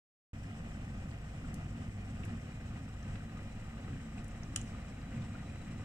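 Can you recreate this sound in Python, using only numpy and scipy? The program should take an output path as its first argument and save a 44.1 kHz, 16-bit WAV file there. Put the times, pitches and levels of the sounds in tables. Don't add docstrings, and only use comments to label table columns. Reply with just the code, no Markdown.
import sys
import numpy as np
from scipy import signal
from scipy.fft import rfft, irfft
from scipy.io import wavfile
from scipy.ndimage import uniform_filter1d, map_coordinates

SR = 44100
rng = np.random.default_rng(int(sys.argv[2]) if len(sys.argv) > 2 else 0)


def unload_wav(signal):
    wavfile.write(
        sys.argv[1],
        SR,
        np.round(np.clip(np.atleast_2d(signal).T, -1, 1) * 32767).astype(np.int16),
    )


N = 257544
TIME = np.arange(N) / SR
FREQS = np.maximum(np.fft.rfftfreq(N, 1 / SR), 1)


def from_db(db):
    return 10 ** (np.asarray(db) / 20)


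def rms_one(x):
    return x / np.sqrt(np.mean(x ** 2) + 1e-20)


def at_hz(points):
    hz, value = np.transpose(points)
    return np.interp(np.log(FREQS), np.log(hz), value)


def drift(rate_hz):
    return rms_one(irfft(rfft(rng.standard_normal(N)) / (1 + (FREQS / rate_hz) ** 2), N))


def resonance(hz, width_hz):
    return 1 / (1 + (2 * (FREQS - hz) / width_hz) ** 2)


def band_pass(x, edges_hz):
    return signal.sosfilt(signal.butter(2, edges_hz, "band", fs=SR, output="sos"), x)


def colour(x, tone, modes):
    lift_db = sum(db * resonance(hz, width) for hz, width, db in modes)
    return rms_one(irfft(rfft(x) * from_db(at_hz(tone) + lift_db), N))


def steady(x, seconds):
    power = uniform_filter1d(np.mean(x ** 2, axis=0), int(seconds * SR), mode="wrap")
    return x / np.sqrt(power + 1e-9)


def two_ears(direct, scattered, lag_ms):
    # frequency in Hz, how alike the two sides are from 0 to 1.
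    likeness = [(100, .999), (250, 0.99), (400, 0.73), (750, 0.64), (950, 0.52), (1250, 0.95), (1800, 0.57),
                (2400, 0.73), (3000, 0.14), (6000, 0.06), (12000, 0)]
    # frequency in Hz, how much louder the left side is in dB.
    balance = [(250, -0.08), (370, 2.5), (500, -0.5), (650, -2.5), (900, 0.5), (1200, 0), (1400, 8),
               (1650, 7), (1950, 5), (2400, -4.5), (3000, -4), (3900, 4.5), (5200, -1.5), (6500, -0.5),
               (7700, 9), (9000, -4.5), (11000, 0)]
    alike = at_hz(likeness)
    late = map_coordinates(direct, [(TIME - lag_ms / 1000) * SR], order=3)
    both = np.sqrt(alike) * rfft([late, direct]) + np.sqrt(1 - alike) * rfft(scattered)
    return irfft(both * from_db(at_hz(balance) * [[.5], [-.5]]), N)


def pump_hum(mains_hz=50):
    # multiple of the mains frequency, typical level in dB.
    harmonics = [(2, -52), (8, -92)]
    load = from_db(2 * drift(1.7))
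    tones = [from_db(db) * np.sin(2 * np.pi * (k * mains_hz * TIME + rng.random()))
             for k, db in harmonics]
    return load * np.sqrt(2) * sum(tones)


def pump_whine():
    # pitch in Hz, width in Hz, base level in dB.
    whistle = (3935, 60, -77)
    hz, width, db = whistle
    gain = from_db(db + drift(2.6))
    return gain * rms_one(irfft(rfft(rng.standard_normal((2, N))) * resonance(hz, width), N))


def ticks(per_s=3, level_db=-56, spread_db=3, low_hz=1900, high_hz=8000, octaves=0.45):
    chances = rng.random((60, 4))
    return [(when * TIME[-1], level_db + spread_db * (2 * size - 1),
             low_hz * (high_hz / low_hz) ** pitch, octaves)
            for luck, when, size, pitch in chances if luck < per_s * TIME[-1] / len(chances)]


def fire():
    # start in seconds, peak level in dB, pitch in Hz, width in octaves.
    pops = [(1.542, -41, 7700, 0.95), (2.235, -43, 2460, 0.41), (2.251, -47.5, 8100, 1.0),
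            (3.028, -50.5, 5770, 0.32), (3.155, -42, 1900, 1.2), (4.179, -47, 2500, 0.26),
            (4.243, -48, 8000, 0.51), (4.281, -49.5, 8200, 0.39), (4.4333, -45, 5650, 0.32),
            (4.6135, -40.5, 7050, 0.25), (5.350, -47, 1390, .25)]
    out, t = np.zeros((2, N + SR)), TIME[:SR // 10]
    for start, peak_db, hz, octaves in pops + ticks():
        ring_s = 0.042 * (2000 / hz) ** 0.63
        burst = rng.standard_normal((2, len(t))) * from_db(-60 * t / ring_s)
        crack = band_pass(burst, hz * 2 ** (octaves * np.array([-.5, .5])))
        at = int(start * SR)
        out[:, at:at + len(t)] += from_db(peak_db) * crack / np.abs(crack).max(axis=1, keepdims=True)
    return out[:, :N]


def splitting_log():
    # start in seconds, strength in dB, seconds to fade by 60 dB.
    steps = [(4.5604, -27, 0.014), (4.562, -32.5, 0.0073)]
    # ringing pitch in Hz, width in Hz, relative level in dB.
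    modes = [(1750, 770, -8.5), (3000, 990, -6), (5650, 1100, -3.5), (7560, 1530, -0.5), (9030, 540, -7)]
    force = sum(from_db(db - 60 * np.maximum(TIME - start, 0) / fade_s) * (TIME >= start)
                for start, db, fade_s in steps)
    tearing = force * rng.standard_normal((2, N)) + 1e-18
    return sum(from_db(db) * np.sqrt(SR / 2 / width) * band_pass(tearing, [hz - width/2, hz + width/2])
               for hz, width, db in modes)


def garden_echoes(x, tail_db, fade_s, dull_hz):
    # delay in seconds, echo strength in dB.
    echoes = [(.0065, -25), (0.0127, -18.5)]
    t = TIME[:SR // 2]
    response = rng.standard_normal((2, len(t))) * from_db(-60 * t / fade_s) * (t > .003)
    response = signal.lfilter(*signal.butter(1, dull_hz, fs=SR), response)
    response *= from_db(tail_db) / np.linalg.norm(response, axis=1, keepdims=True)
    for delay, db in echoes:
        response[:, int(delay * SR)] += from_db(db)
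    return signal.fftconvolve(x, response, axes=1)[:, :N]


def board_bounces(x, bounce_db, count=8):
    delays = (rng.uniform(0.0022, .014, (2, count)) * SR).astype(int)
    return np.array([side + from_db(bounce_db) * sum(np.roll(side, d) for d in lags)
                     for side, lags in zip(x, delays)])


def spray(lag_ms):
    # frequency in Hz, relative level in dB.
    tone = [(300, -36), (2500, 0), (3800, -3.5), (4400, -8.5), (5300, 1.5), (6300, -3), (7500, -0.5),
            (8400, -4), (9200, -7.5), (10000, -14.5), (11200, -22.5), (15500, -28)]
    # resonance in Hz, width in Hz, boost in dB.
    modes = [(5070, 120, 1.3), (7350, 130, 2.5), (7860, 320, 7), (8430, 140, 3), (9200, 130, 3.5)]
    hiss = two_ears(rng.standard_normal(N), rng.standard_normal((2, N)), lag_ms)
    return colour(board_bounces(hiss, bounce_db=-12.5), tone, modes) * from_db(1.6 * drift(27))


def bubbles(per_s, low_hz, high_hz, cycles, spread_db, pitches):
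    strengths = from_db(spread_db * np.minimum(rng.exponential(1, N), 4)) * rng.choice([-1, 1], N)
    births = strengths * (rng.random(N) < per_s / SR)
    which_pitch, out = rng.integers(0, pitches, N), 0
    for k, hz in enumerate(np.geomspace(low_hz, high_hz, pitches)):
        w = 2 * np.pi * hz / SR
        decay = from_db(-60 * hz / (cycles * SR))
        kicks = births * (which_pitch == k) + 1e-18
        ring = signal.lfilter([np.sin(w), -np.sin(w)], [1, -2 * decay * np.cos(w), decay ** 2], kicks)
        out = out + ring / np.sqrt(w)
    return rms_one(out)


def surface(lag_ms):
    # frequency in Hz, relative level in dB.
    tone = [(60, -31.5), (340, -1.5), (490, 0.5), (620, -1), (760, 0.5), (920, -5), (1100, -3.5),
            (1400, -4.5), (2000, -5.5), (2900, -5.5), (3500, -13.5), (4400, -17.5), (8000, -22.5),
            (14000, -51)]
    # resonance of the water in Hz, width in Hz, boost in dB.
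    modes = [(526, 56, 3.25), (696, 46, 4.2), (766, 29, 3.5), (1239, 55, 7.1), (1522, 19, 5),
             (1855, 98, 3.9), (1993, 94, 5.9), (2436, 71, 5.8)]
    layers = []
    for _ in range(3):
        wash = rng.standard_normal(N)
        fizz = bubbles(per_s=900, low_hz=423, high_hz=3210, cycles=12.5, spread_db=2.0, pitches=16)
        layers.append(wash + from_db(-12) * fizz)
    plips = bubbles(per_s=77, low_hz=1213, high_hz=3110, cycles=33, spread_db=3.5, pitches=14)
    heard = two_ears(layers[0] + from_db(-16.5) * plips, layers[1:], lag_ms)
    return colour(heard, tone, modes) * from_db(0.92 * drift(17))


def surges(build=0.67):
    # time of the crest in seconds, boost in dB, length in seconds.
    heaves = [(1.0, 3, 1), (1.523, 3.5, 0.32), (1.786, 3.5, 0.65), (2.303, 4.5, 0.53), (2.76, 3.5, .3),
              (3.125, 5.5, 0.2), (3.65, 0.5, 0.5), (3.948, 4.5, 0.23), (4.199, 5, 0.11), (4.66, 2.5, 0.66),
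              (5.217, 6, 0.3), (5.457, 1.5, 0.42), (5.777, 2, 0.28)]
    boost_db = 0
    for crest, db, length in heaves:
        corners = [crest - build * length, crest, crest + (1 - build) * length]
        boost_db += db * np.sin(np.pi / 2 * np.interp(TIME, corners, [0, 1, 0])) ** 2
    return boost_db


def rumble():
    # frequency in Hz, relative level in dB.
    tone = [(8, -16), (19, 1.5), (28, -4), (42, -3.5), (72, -4), (112, 0), (155, -0.5), (200, -5),
            (255, -9.5), (320, -14), (400, -24.5), (600, -56), (2000, -97.5)]
    # resonance of the tub in Hz, width in Hz, boost in dB.
    modes = [(52.9, 10, 11), (79.6, 3.7, 8), (102, 13, 1.5), (223.3, 18.6, 9), (269.7, 8.3, 6)]
    churn = two_ears(rng.standard_normal(N), rng.standard_normal((2, N)), lag_ms=0.033)
    return steady(colour(churn, tone, modes), seconds=.15)


def scene():
    # time in seconds, lag of the left ear in milliseconds, change to the whine in dB.
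    turn = [(0.3, 0.19, -31), (1.8, 0.17, -39), (2.5, 0.15, -1.5), (4.4, 0.11, -2), (5.8, 0.079, 2)]
    times, lags, whine_changes = np.transpose(turn)
    lag_ms, whine_db = np.interp(TIME, times, lags), np.interp(TIME, times, whine_changes)
    surge_db = surges()
    surface_db = -56.5 + 0.49 * surge_db + 0.1 * (TIME - TIME.mean())
    spray_db = -67.5 + .5 * (surface_db - surface_db.mean())
    water = from_db(-45 + surge_db) * rumble()
    water += from_db(surface_db) * surface(lag_ms)
    water += from_db(spray_db) * spray(lag_ms)
    pump = pump_hum() + from_db(whine_db) * pump_whine()
    stove = fire() + splitting_log()
    return water + pump + stove + garden_echoes(stove, tail_db=-14.5, fade_s=0.29, dull_hz=4430)


def record(dry):
    hiss_db, start_s, cutoff_hz = -78, .3315, 15750
    hiss = from_db(hiss_db) * rng.standard_normal((2, N))
    fade_in = np.clip((TIME - start_s) / .001, 0, 1)
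    low_pass = signal.ellip(12, .1, 80, cutoff_hz, fs=SR, output="sos")
    return signal.sosfilt(low_pass, (dry + hiss) * fade_in)


dry = scene()
out = record(dry)
unload_wav(out)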